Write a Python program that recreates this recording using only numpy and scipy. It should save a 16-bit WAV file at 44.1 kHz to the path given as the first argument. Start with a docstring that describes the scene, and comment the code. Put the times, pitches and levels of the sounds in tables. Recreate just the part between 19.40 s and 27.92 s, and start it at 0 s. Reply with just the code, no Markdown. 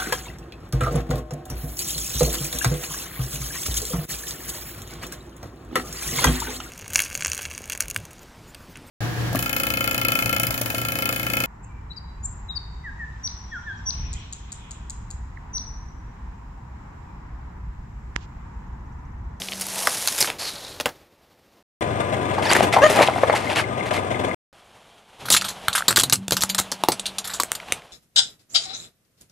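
"""A thin hiss and small ticks come first, then sharp cracks: a car tyre rolls slowly over a plastic tube of soap
water on asphalt, which squirts as it splits. After a short silence it crushes cardboard cartons beside an idling
engine, and after another a hard wind-up toy. Cracks are knocks, noise rasps and rings; hisses, rustles and groans
are shaped noise; squeaks, exhaust and the hum of the air in the tyre have tones. A far street lies under the tube
and the toy, both in the middle; the cartons and engine are in stereo, from two microphones."""
import sys
import numpy as np
from scipy import signal
from scipy.fft import rfft, irfft
from scipy.io import wavfile
from scipy.ndimage import uniform_filter1d

SR = 44100
rng = np.random.default_rng(int(sys.argv[2]) if len(sys.argv) > 2 else 0)


def log_audio(samples):
    """Write samples as a 16-bit WAV file to the path given in sys.argv[1]."""
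    # one column per channel
    frames = np.atleast_2d(samples).T
    # limit to full scale, then quantise
    limited = np.clip(frames, -1, 1)
    pcm = np.round(limited * 32767).astype(np.int16)
    wavfile.write(sys.argv[1], SR, pcm)


N = 375732
T = np.arange(N) / SR  # time [s]

# The three crushings, tube, cartons, toy: (start [s], end [s])
PARTS = [(0, 2.2265), (2.409, 4.946), (5.128, 8.6)]


def amp(db):
    """Gain of a level in dB."""
    return 10 ** (np.asarray(db) / 20)


def evened(x):
    """Scales a signal to an rms of one."""
    return x / np.sqrt(np.mean(x ** 2) + 1e-20)


def smooth_noise(size):
    """Slow random motion: white noise averaged over size samples."""
    return uniform_filter1d(rng.standard_normal(N), size=size)


def read(points, hz):
    """Reads a table against frequency, in straight lines on a log scale."""
    f, value = np.transpose(points)
    return np.interp(np.log(hz + 1), np.log(f + 1), value)


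def curve(rows, count=1):
    """Reads one level column against time as gain, silent outside the table."""
    rows = np.array(rows)
    return amp(np.interp(T, rows[:, 0], rows[:, count], -150, -150))


def held(rows, rise_s, fall_db_s):
    """Gain of spells (start [s], end [s], level [dB]) that rise, hold and die away; their powers add."""
    start, end, db = np.transpose(rows)[:, :, None]
    rise = np.clip((T - start) / rise_s, 0, 1) ** 2
    gain = rise * amp(db - fall_db_s * np.maximum(T - end, 0))
    return np.sqrt((gain ** 2).sum(0))


def colour(x, points, tilt_db=0):
    """Filters x to a spectrum; the tilt turns about 3 kHz, per factor of e in frequency."""
    hz = np.fft.rfftfreq(len(x), 1 / SR)
    tilt = tilt_db * np.log((hz + 300) / 3300)
    return evened(irfft(rfft(x) * amp(read(points, hz) + tilt), len(x)))


def resonate(x, hz, width):
    """A resonance whose pitch may move: shifts hz down to zero, smooths, and shifts back."""
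    turn = np.exp(2j * np.pi * np.cumsum(hz * np.ones(len(x))) / SR)
    r = np.exp(-np.pi * width / SR)
    return 2 * (turn * signal.lfilter([1 - r], [1, -r], x / turn)).real


def grains(spread_db, ms):
    """Noise whose loudness jumps about within ms: many tiny snaps of unlike size."""
    jumps = evened(smooth_noise(max(int(ms * SR / 1000), 1)))
    return rng.standard_normal(N) * amp(spread_db * np.clip(jumps, -3, 3))


# Street at the first and last place, one spectrum each: (frequency [Hz], relative level [dB per Hz])
STREET_SPECTRA = [
    [(15, -39.5), (25, -13), (82, -4), (195, -8), (503, -5.5), (1370, -15.5), (4740, -21), (8360, -29.5),
     (14400, -27), (16000, -48.5)],
    [(15, -46), (25, -8), (161, -4), (309, -8), (560, -3), (695, 0), (1840, -11), (3160, -8), (4870, -17.5),
     (11000, -23), (14800, -38), (16000, -66)],
]
# Street noise when turned down, first and last place: (level [dB])
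QUIET_LEVELS = [-58.5, -53]
# Louder spells, one list a place: (start [s], end [s], level [dB])
LOUDER = [
    [(-.15, 1.513, -46)],
    [(5.78, 6.7, -42.5), (6.95, 8.38, -45)],
]


def street():
    """Soft far street noise, turned up and down in fades."""
    out = np.zeros(N)
    for quiet_db, louder, spectrum, (start, end) in zip(QUIET_LEVELS, LOUDER, STREET_SPECTRA, PARTS[::2]):
        level = amp(quiet_db) + held(louder, rise_s=0.032, fall_db_s=208)
        out += (T >= start) * (T < end) * level * colour(grains(1.6, ms=29.0), spectrum)
    return out


# Engine running: (time [s], firings [per s], level of rumble [dB])
FIRING = [(2.4, 22, -26.5), (3.0, 24.3, -26), (3.3, 22.8, -26), (3.7, 23.8, -29), (4.95, 23.8, -28)]
# Rumble and clatter before tilt: (frequency [Hz], relative level [dB per Hz])
ENGINE_SPECTRUM = [(18, -54.5), (30, -58.5), (100, 2.5), (215, 2), (499, 3.5), (632, 5), (1100, -2),
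                   (1500, -9), (2060, -9.5), (3490, -20), (4910, -29.5), (8520, -29), (14000, -43),
                   (16000, -90)]
# Exhaust tones: (multiple of the firing rate, level at 4.5 s [dB])
EXHAUST = [(3, -48), (4, -40), (5, -40)]
# Tappet tick, once in four firings: (time of one tick [s], pitch [Hz], width [Hz], level [dB])
TAPPET = (4.2405, 2100, 130, -17)


def engine():
    """Exhaust tones, a rumble, clatter that swells at every firing, and a ringing tappet tick."""
    tick_s, tick_hz, tick_width, tick_db = TAPPET
    turns = np.cumsum(np.interp(T, *np.transpose(FIRING)[:2])) / SR  # counted in firings
    turns = turns - turns[round(tick_s * SR)]
    tones = sum(amp(db) * np.sin(2 * np.pi * (k * turns + rng.random())) for k, db in EXHAUST)
    tones = tones * amp(-2.5 * (T - 4.5))  # the exhaust note fades as the car rolls on

    late = turns - .15 + 0.13 * evened(smooth_noise(3000))  # uneven timing
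    strengths = amp(8.1 * np.clip(rng.standard_normal(200), -1.5, 1.5))
    strength = strengths[np.floor(late).astype(int) % 200]
    burst = strength * np.sin(np.pi * (late % 1) ** 0.49) ** 2
    rumble = colour(rng.standard_normal(N), ENGINE_SPECTRUM, -0.53) * (1 + 0.21 * burst)
    clatter = colour(grains(3.4, ms=6.4), ENGINE_SPECTRUM, 2.85) * (0.68 + burst)
    clatter = clatter + 0.9 * resonate(clatter, 3500, 350)  # a cover rings with the clatter

    strikes = np.diff(np.floor(turns / 4), prepend=0) * SR / (2 * np.pi * tick_width)
    tick = resonate(resonate(strikes, tick_hz, tick_width), tick_hz, 400)
    tick = tick * np.clip(T - 3, 0, 1)  # plainer once the car has drawn level
    return tones + curve(FIRING, count=2) * (rumble + 0.5 * clatter) + amp(tick_db) * tick


# Spells of humming air in the tyre: (start [s], end [s], level of the steady tone [dB])
HUM = [(-.05, .2, -41.5), (5.9, 6.0, -42), (6.76, 7.12, -37.5), (7.49, 7.6, -43)]


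def tyre_hum():
    """The ring of air in the tyre is set humming, then dies away: a steady tone and a narrow noise."""
    hum_hz = 192.3
    tone = np.sin(2 * np.pi * hum_hz * T)
    waver = evened(resonate(rng.standard_normal(N), hum_hz, 9.3))
    return held(HUM, rise_s=0.008, fall_db_s=33.5) * (tone + 0.43 * waver)


# The tyre wall groans over the toy: (start [s], end [s], level of the lower resonance [dB])
GROANS = [(5.82, 5.98, -45), (6.475, 6.79, -38), (6.9, 7.0, -41), (7.48, 7.54, -40)]


def groan():
    """Lumpy noise in two low resonances of the tyre wall that wander as it bends."""
    bend = 1 + 0.043 * evened(smooth_noise(2500))
    rub = grains(2.0, ms=33.0)
    wall = evened(resonate(resonate(rub, 120 * bend, 40), 120 * bend, 70))
    wall += 0.61 * evened(resonate(resonate(rub, 230 * bend, 50), 230 * bend, 90))
    return held(GROANS, rise_s=0.0074, fall_db_s=340) * wall


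# Small dry splinters: (time [s], peak level [dB], pitch [Hz])
TICKS = [(0.019, -15.5, 3620), (0.0857, -14, 3280), (0.1205, -15, 2980), (.128, -19, 2700),
         (0.134, -18, 3400), (0.213, -12, 9000), (.813, -3, 5500), (3.133, -3.5, 7700), (4.185, -9, 2000),
         (4.509, -14.5, 1800), (6.4066, -15, 1400), (6.422, -13, 1390), (6.6198, -10, 6000),
         (6.7566, -10, 6900), (7.008, -9, 6400), (7.014, -11, 6400), (7.093, -14, 6500), (8.022, -14, 7300),
         (8.2004, -23, 2320), (8.2312, -28, 1510), (8.285, -27, 2300), (8.3085, -33, 1800),
         (8.396, -38, 2600), (8.42, -34, 2300)]


def ticks():
    """Each splinter is a few milliseconds of noise with a broad peak and no ring."""
    out, t = np.zeros(N), T[:512]
    for s, db, hz in TICKS:
        snap = rng.standard_normal(len(t)) * np.minimum(t / 0.00044, 1) * amp(-60 * t / .009)
        sound = resonate(resonate(snap, hz, .5 * hz), hz, hz)
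        out[round(s * SR):][:len(t)] += amp(db) * sound / abs(sound).max()
    return out


# Card folds over with a rustle: (start [s], length [s], level [dB])
FOLDS = [(2.93, 0.014, -34), (3.016, 0.15, -27), (3.093, 0.033, -18), (3.138, 0.066, -26.5),
         (3.212, 0.029, -25.5), (3.318, 0.022, -19), (3.409, 0.19, -27), (3.611, 0.013, -14.5),
         (3.656, 0.012, -24), (3.686, 0.24, -37), (3.943, 0.025, -22), (3.986, 0.13, -33.5),
         (4.093, 0.035, -29), (4.147, 0.055, -23), (4.449, 0.026, -30.5), (4.524, 0.047, -27.5)]


def rustle():
    """Gain of the folding card, which sets both the rustle and its pops."""
    return held([(s, s + length, db) for s, length, db in FOLDS], rise_s=0.011, fall_db_s=499)


def pops(folding):
    """Small folds give way at random under the rustle, each ringing a panel of its own size."""
    clicks = (rng.random(N) < 450 / SR) * amp(2.4 * rng.standard_normal(N))  # about 450 a second
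    last_click = np.maximum.accumulate(np.arange(N) * (clicks > 0))
    panel_hz = 1300 * 2 ** np.clip(rng.standard_normal(N), -1.3, 1.6)[last_click]
    return folding * amp(-9.5) * evened(resonate(resonate(clicks, panel_hz, 130), panel_hz, 600))


# A flap slips in steps: (start [s], end [s], slips [per s], level [dB])
CREAKS = [(3.5015, 3.575, 118, -13), (4.159, 4.207, 170, -17)]


def creaks():
    """Slow stick and slip, heard one slip at a time as short bursts of card noise."""
    slips = sum(amp(db - 60 * ((T - start) % (1 / rate)) / 0.005) * (T > start) * (T < end)
                for start, end, rate, db in CREAKS)
    return slips * colour(rng.standard_normal(N), CARTON_SPECTRUM, 4.3)


# Squeaks of card on card, one list a squeak: (time [s], level [dB], pitch [Hz])
SQUEAKS = [
    [(3.05, -29, 4720), (3.059, -19, 4420)],
    [(3.063, -24, 1730), (3.084, -29, 1900)],
    [(3.092, -22.5, 4300), (3.105, -19.5, 4950)],
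    [(3.335, -18, 660), (3.35, -21.5, 690)],
    [(3.416, -11.5, 531), (3.433, -10, 552), (3.439, -6.5, 609), (3.468, -12.5, 607), (3.476, -26.5, 588),
     (3.512, -24, 625)],
    [(3.553, -22, 962), (3.585, -16, 727)],
    [(3.587, -7, 652), (3.604, -26, 620)],
]
# Harmonics of a squeak: (multiple of the pitch, relative level [dB])
SQUEAK_HARMONICS = [(1, 5), (2, -3.5), (3, -3), (5, -12.5), (11, -18.5)]


def squeaks():
    """Fast stick and slip gives a buzzing note of harmonics, unsteady in pitch and level."""
    out = np.zeros(N)
    for rows in SQUEAKS:
        s, db, hz = np.transpose(rows)
        turns = np.cumsum(np.interp(T, s, hz) * (1 + 0.3 * smooth_noise(60))) / SR
        note = sum(amp(d) * np.sin(2 * np.pi * (k * turns + rng.random()))
                   for k, d in SQUEAK_HARMONICS if k * hz[0] < 7500)
        edges = np.clip(np.minimum(T - s[0], s[-1] - T) / 0.0044, 0, 1)
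        uneven = amp(2.15 * evened(smooth_noise(120)))
        out += curve(rows) * edges * uneven * evened(note)
    return out


# Two spurts through the split, one list a spurt: (time [s], level of hiss [dB], jet pitch [Hz])
SQUIRT = [
    [(0, -35.5, 5530), (.06, -38.5, 4580), (.2, -37.5, 5510), (.3, -33.5, 9500), (.4, -28, 9680),
     (.78, -30.5, 10000), (.86, -29.5, 4520), (.98, -60, 3780)],
    [(.985, -42, 4450), (.995, -32.5, 4500), (1.09, -32.5, 4270), (1.12, -39.5, 4040), (1.34, -46, 4000),
     (1.6, -72, 3900)],
]
# For each spurt: (first jet width [Hz], share of jet tone, tilt of the hiss [dB per factor of e])
JETS = [(3500, .4, 8), (800, 1, 5.5)]


def squirt():
    """Soap water and air forced through a split: a wide hiss, a jet tone that moves, a low gurgle."""
    spray, sputter = grains(2.9, ms=1.4), grains(3.5, ms=10.0)
    jet_hz = np.interp(T, *np.concatenate(SQUIRT).T[[0, 2]])
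    gurgle = evened(resonate(resonate(grains(4.5, ms=16.0), 760, 480), 640, 670))
    out = np.zeros(N)
    for rows, (width, share, tilt_db) in zip(SQUIRT, JETS):
        hiss = colour(spray, TUBE_SPECTRUM, tilt_db)
        jet = evened(resonate(resonate(sputter, jet_hz, width), jet_hz, 2300))
        out += curve(rows) * (hiss + share * jet + amp(-9) * gurgle)  # the gurgle follows the hiss
    return out


# Tread and ground under a crack: (frequency [Hz], relative level [dB per Hz])
THUMP_SPECTRUM = [(45, -36), (100, -3.5), (250, 3), (600, 6), (1100, -16.5)]


def cracks(rows, body, ring_db, ring_q, spike, bright_db, rise, tail_db, tail_t60, knock_db):
    """Each crack is a knock and a dying rasp; a piece rings, the tyre thumps, the gap under the car echoes."""
    out, t = np.zeros(N + 8192), np.arange(8192) / SR
    for s, db, hz, thump_db, t60 in rows:
        a, b, c = rng.standard_normal((3, len(t)))
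        fall_db = -60 * t / np.clip(t60, .008, .3)
        force = np.minimum(t / (rise * t60), 1) * (amp(fall_db) + spike * amp(1.7 * fall_db))

        shape = b[-160:] * amp(-60 * t[:160] / 0.0044)  # each piece has its own peaks
        rough = a * amp(2.85 * evened(uniform_filter1d(c, size=40)))
        rasp = signal.fftconvolve(rough, shape, "same")
        rasp = colour(rasp, body, bright_db * np.log(hz / 2500)) * force  # small pieces ring high and rasp bright

        strike = b * force + 35 * (t == 0)
        ring = resonate(resonate(strike, hz, hz / ring_q + 50), hz, 0.85 * hz)
        cycles = hz * t[:1024]
        knock = -np.sin(2 * np.pi * cycles) * np.minimum(cycles / 0.74, 1) * np.exp(-2.0 * cycles)
        thump = colour(c, THUMP_SPECTRUM) * np.minimum(t / 0.00018, 1) * amp(0.9 * fall_db)

        sound = rasp / abs(rasp).max() + amp(ring_db) * ring / abs(ring).max()
        sound[:1024] += amp(knock_db) * knock / abs(knock).max()
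        sound = sound / abs(sound).max() + amp(thump_db) * thump / abs(thump).max()
        out[round(s * SR):][:len(t)] += amp(db) * sound
    out = signal.sosfilt(signal.butter(4, 65, "high", fs=SR, output="sos"), out)
    tail = rng.standard_normal(len(t)) * amp(-60 * t / tail_t60) * np.minimum(t / 0.012, 1)
    echo = signal.oaconvolve(out, tail / np.linalg.norm(tail))[:N]
    return out[:N] + amp(tail_db) * echo


# Cracks of the tube: (time [s], level [dB], ring pitch [Hz], thump re level [dB], fall by 60 dB [s])
# The fall is kept within 0.008 and 0.3 s; the cartons and the toy have the same columns.
TUBE_CRACKS = [(0.1987, -22, 10000, -31, 0.014), (0.2105, -10.5, 9100, -34, 0.015),
               (0.2174, -12.5, 9200, -36, 0.069), (0.268, -15.5, 9600, -22.5, 0.028),
               (0.4722, -0.5, 1910, -24, 0.022), (0.6745, -2, 9800, -48, 0.021),
               (0.6839, -5, 4360, -35.5, 0.028), (0.7249, -14.5, 9800, -17.5, 0.02),
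               (0.7802, -10, 6600, -22, 0.43), (0.8051, -2, 10250, -18.5, 0.16),
               (0.809, -8, 5170, -32, 0.014), (0.8263, -1.5, 4500, -31, 0.015),
               (0.8452, -12.5, 1540, -29, 0.053), (0.8741, -13.5, 3100, -15.5, 0.27),
               (0.9017, -8.5, 2500, -33, 0.011), (1.4005, -11.5, 2600, -8, 0.045),
               (1.4091, -10.5, 3720, -10.5, 0.024), (1.4578, -6, 2550, -4, 0.031),
               (1.462, -14, 720, -11.5, 0.13), (1.4905, -26, 3600, -2, 0.041)]
# The tube as it breaks, before tilt: (frequency [Hz], relative level [dB per Hz])
TUBE_SPECTRUM = [(120, -42.5), (200, -2), (763, 8), (2090, 4), (6280, -1), (7970, -5.5), (11300, -6.5),
                 (14100, -23), (16000, -32)]


def tube():
    """Thin plastic splits with sharp cracks and squirts its soap water."""
    breaking = cracks(TUBE_CRACKS, TUBE_SPECTRUM, ring_db=0.5, ring_q=3.5, spike=0.5, bright_db=5.6,
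                      rise=0.011, tail_db=-13.5, tail_t60=0.071, knock_db=0.54)
    return breaking + squirt()


# Cracks of the cartons: (time [s], level [dB], ring pitch [Hz], thump re level [dB], fall by 60 dB [s])
CARTON_CRACKS = [(2.9824, -9, 830, -22, 0.11), (3.0568, -13, 820, -18, 0.07), (3.1143, -3, 2750, -3, 0.024),
                 (3.1245, -7, 2120, -20, 0.021), (3.1509, -6, 1790, -4.5, 0.11),
                 (3.1648, -5.5, 1770, -2.5, 0.037), (3.2069, -1, 710, -28, 0.007),
                 (3.2274, -9.5, 473, -2, 0.13), (3.3649, -1.5, 800, -25.5, 0.11),
                 (3.3856, -7, 940, -11, 0.097), (3.4983, -15.5, 640, 5.5, 0.21),
                 (3.5588, -12.5, 880, 1, 0.08), (3.5966, -4, 775, -13, 0.25),
                 (3.6087, -2, 563, -25.5, 0.091), (3.6285, -4, 2170, -10, 0.1),
                 (3.6758, -6, 3260, -30, 0.017), (3.6854, -5, 720, -46, 0.14),
                 (3.7605, -13, 725, -13, 0.061), (3.7815, -11.5, 743, -15, 0.059),
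                 (3.834, 0, 580, -41, 0.026), (3.8426, -12, 1080, -33, 0.02), (3.8972, -1, 624, -32, 0.076),
                 (3.9384, -10, 830, -20, 0.17), (4.1, -12, 2610, -31, 0.2),
                 (4.169, -10.5, 2730, -14.5, 0.13), (4.1966, -11.5, 1790, -37, 0.083)]
# Card as it breaks, before tilt: (frequency [Hz], relative level [dB per Hz])
CARTON_SPECTRUM = [(59, -39.5), (100, -11), (283, -14.5), (801, 14.5), (1480, 5.5), (2170, 7.5),
                   (6150, -14), (10000, -19.5), (14700, -30), (16000, -73.5)]


def cartons():
    """Card cracks, squeaks and creaks as it rubs, and folds over with rustles and pops."""
    breaking = cracks(CARTON_CRACKS, CARTON_SPECTRUM, ring_db=4.5, ring_q=4.5, spike=0.79, bright_db=6.3,
                      rise=0.021, tail_db=-15.5, tail_t60=0.11, knock_db=-4.5)
    folding = rustle()
    rustling = folding * colour(grains(3.2, ms=1.4), CARTON_SPECTRUM, 6.4)
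    return breaking + squeaks() + creaks() + pops(folding) + rustling


# Cracks of the toy: (time [s], level [dB], ring pitch [Hz], thump re level [dB], fall by 60 dB [s])
TOY_CRACKS = [(5.8546, -23, 1320, -11, 0.15), (5.8849, -16, 1460, -13, 0.071),
              (5.9024, 2, 10000, -18, 0.042), (5.9121, -4, 9700, -29, 0.1), (5.9226, 0.5, 10300, -39, 0.13),
              (5.9403, -0.5, 7140, -14.5, 0.031), (5.947, -1, 1420, -40, 0.043),
              (5.9654, -2.5, 4040, -40, 0.06), (6.0122, -13, 3170, -36, 0.078),
              (6.0203, -11.5, 1450, -46, 0.058), (6.0442, -15, 3570, -43, 0.19),
              (6.0843, -16.5, 3630, -49, 0.15), (6.2828, 1.5, 1410, -44, 0.02),
              (6.3297, -12.5, 3500, -35, 0.11), (6.3517, -6.5, 1430, -45, 0.18),
              (6.3788, -9, 1360, -39, 0.079), (6.4817, 2.5, 3840, -13, 0.053),
              (6.507, -8, 1390, -14, 0.075), (6.5271, -8, 3200, -11, 0.011),
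              (6.5605, 0.5, 8900, -20, 0.027), (6.5701, 1, 4430, -15.5, 0.056),
              (6.5775, -8.5, 8000, -3.5, 0.03), (6.5879, -5, 3370, -22, 0.066),
              (6.5975, -1.5, 4400, -30, 0.046), (6.6105, -6.5, 3800, -18, 0.02),
              (6.6345, -1, 7140, -16, 0.038), (6.6978, -5.5, 6570, -32, 0.029),
              (6.725, 3.5, 4450, -23, 0.057), (6.7333, 4, 7000, -22, 0.038),
              (6.8813, -9.5, 6400, -7, 0.012), (6.9088, -3.5, 6430, -14, 0.014),
              (6.9214, -3, 4800, -3.5, 0.022), (6.9275, -11.5, 4540, -6, 0.082),
              (6.9679, -7, 5030, -24, 0.079), (7.0206, -6, 4300, -33, 0.08),
              (7.0355, -2.5, 6030, -14, 0.017), (7.0977, -8.5, 3680, -31, 0.077),
              (7.1471, -7.5, 4120, -40, 0.031), (7.182, -8, 6000, -23, 0.14),
              (7.1877, -4, 3960, -22, 0.057), (7.1997, -1, 8200, -3.5, 0.0053),
              (7.3169, -9, 5930, -18, 0.078), (7.437, -0.5, 920, -6, 0.011), (7.4856, 4, 940, -4, 0.023),
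              (7.5195, -9.5, 4450, -12, 0.078), (7.5958, -14, 3740, -20, 0.041),
              (7.6568, -12.5, 3450, -43, 0.14), (7.6645, -12, 3640, -42, 0.035),
              (7.784, -11, 3770, -39, 0.068), (7.8439, -19.5, 4020, -29, 0.16),
              (7.8743, -17, 7100, -37, 0.082), (7.8969, -20.5, 1680, -29, 0.26),
              (7.9363, -16, 4200, -22, 0.15), (7.9994, -2, 1030, -14.5, 0.05),
              (8.0345, -2.5, 7160, -13.5, 0.0047), (8.1181, -0.5, 10000, -21, 0.0033),
              (8.1515, -18, 4300, -21, 0.059), (8.3223, 0, 2440, -14, 0.015)]
# The toy as it breaks, before tilt: (frequency [Hz], relative level [dB per Hz])
TOY_SPECTRUM = [(180, -2), (300, -62), (787, -0.5), (1060, 2.5), (1320, 4), (2480, -1.5), (3950, 7.5),
                (5430, -0.5), (7200, 5), (12700, -2.5), (16000, -35)]


def toy():
    """Hard plastic breaks piece by piece while the tyre wall groans over it."""
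    breaking = cracks(TOY_CRACKS, TOY_SPECTRUM, ring_db=-1.6, ring_q=4.5, spike=1.27, bright_db=0.29,
                      rise=0.019, tail_db=-13.5, tail_t60=0.093, knock_db=-4.5)
    return breaking + groan()


# Likeness of the two microphones, raised to the power far: (frequency [Hz], share of power in common)
SAME = [(60, .96), (290, .93), (640, .84), (1250, .33), (2800, .82), (5000, .4), (15000, .7)]
# Balance of the two microphones: (frequency [Hz], left minus right before each source's offset [dB])
SIDES = [(60, 6), (180, 0), (550, 3.5), (1650, 4.5), (4970, 1.5), (15000, 1)]


def spread(x, left_db, lead_s, far):
    """Two microphones share the direct sound and differ in the scattered part; the top treble is rolled off."""
    hz, t = np.fft.rfftfreq(N, 1 / SR), np.arange(4000) / SR
    scatter = rng.standard_normal(len(t)) * amp(-60 * t / .15)
    scatter = rfft(scatter / np.linalg.norm(scatter), N)
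    same, side = read(SAME, hz) ** far, np.array([[1], [-1]])  # more scatter for what is far; left, right
    pair = np.sqrt(1 + same) + side * np.sqrt(1 - same) * scatter
    balance = amp(side * (read(SIDES, hz) + left_db) / 2)
    pair = pair * balance / np.sqrt(2 + 2 * (hz / 11800) ** 16)
    lead = np.exp(1j * np.pi * side * hz * lead_s)  # the left microphone hears it lead_s earlier
    return irfft(rfft(x) * pair * lead, N)


def scene():
    """Tube and toy lie in the middle over the street; cartons and engine spread left and right."""
    splinters = ticks()
    middle = tube() + toy() + splinters + street() + tyre_hum()
    pair = spread(cartons() + splinters, left_db=-1.5, lead_s=0, far=.28)
    pair = pair + spread(engine(), left_db=2.4, lead_s=0.00036, far=1.1)
    near_engine = (T > PARTS[0][1]) * (T < PARTS[2][0])
    return np.where(near_engine, pair, middle)


def record(dry):
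    """Overload on the loudest cracks, hard cuts between the parts, then the band limit."""
    ceiling, edge_hz = .64, 15700  # the microphone overloads softly under the toy
    loud = np.where(T > PARTS[2][0], ceiling * np.tanh(dry / ceiling), np.clip(dry, -.93, .93))
    loud = loud * sum((T >= start) * (T < end) for start, end in PARTS)
    band = signal.firwin(511, edge_hz, window=("kaiser", 9), fs=SR)
    return signal.oaconvolve(loud, band[None], "same")


dry = scene()
out = record(dry)
log_audio(out)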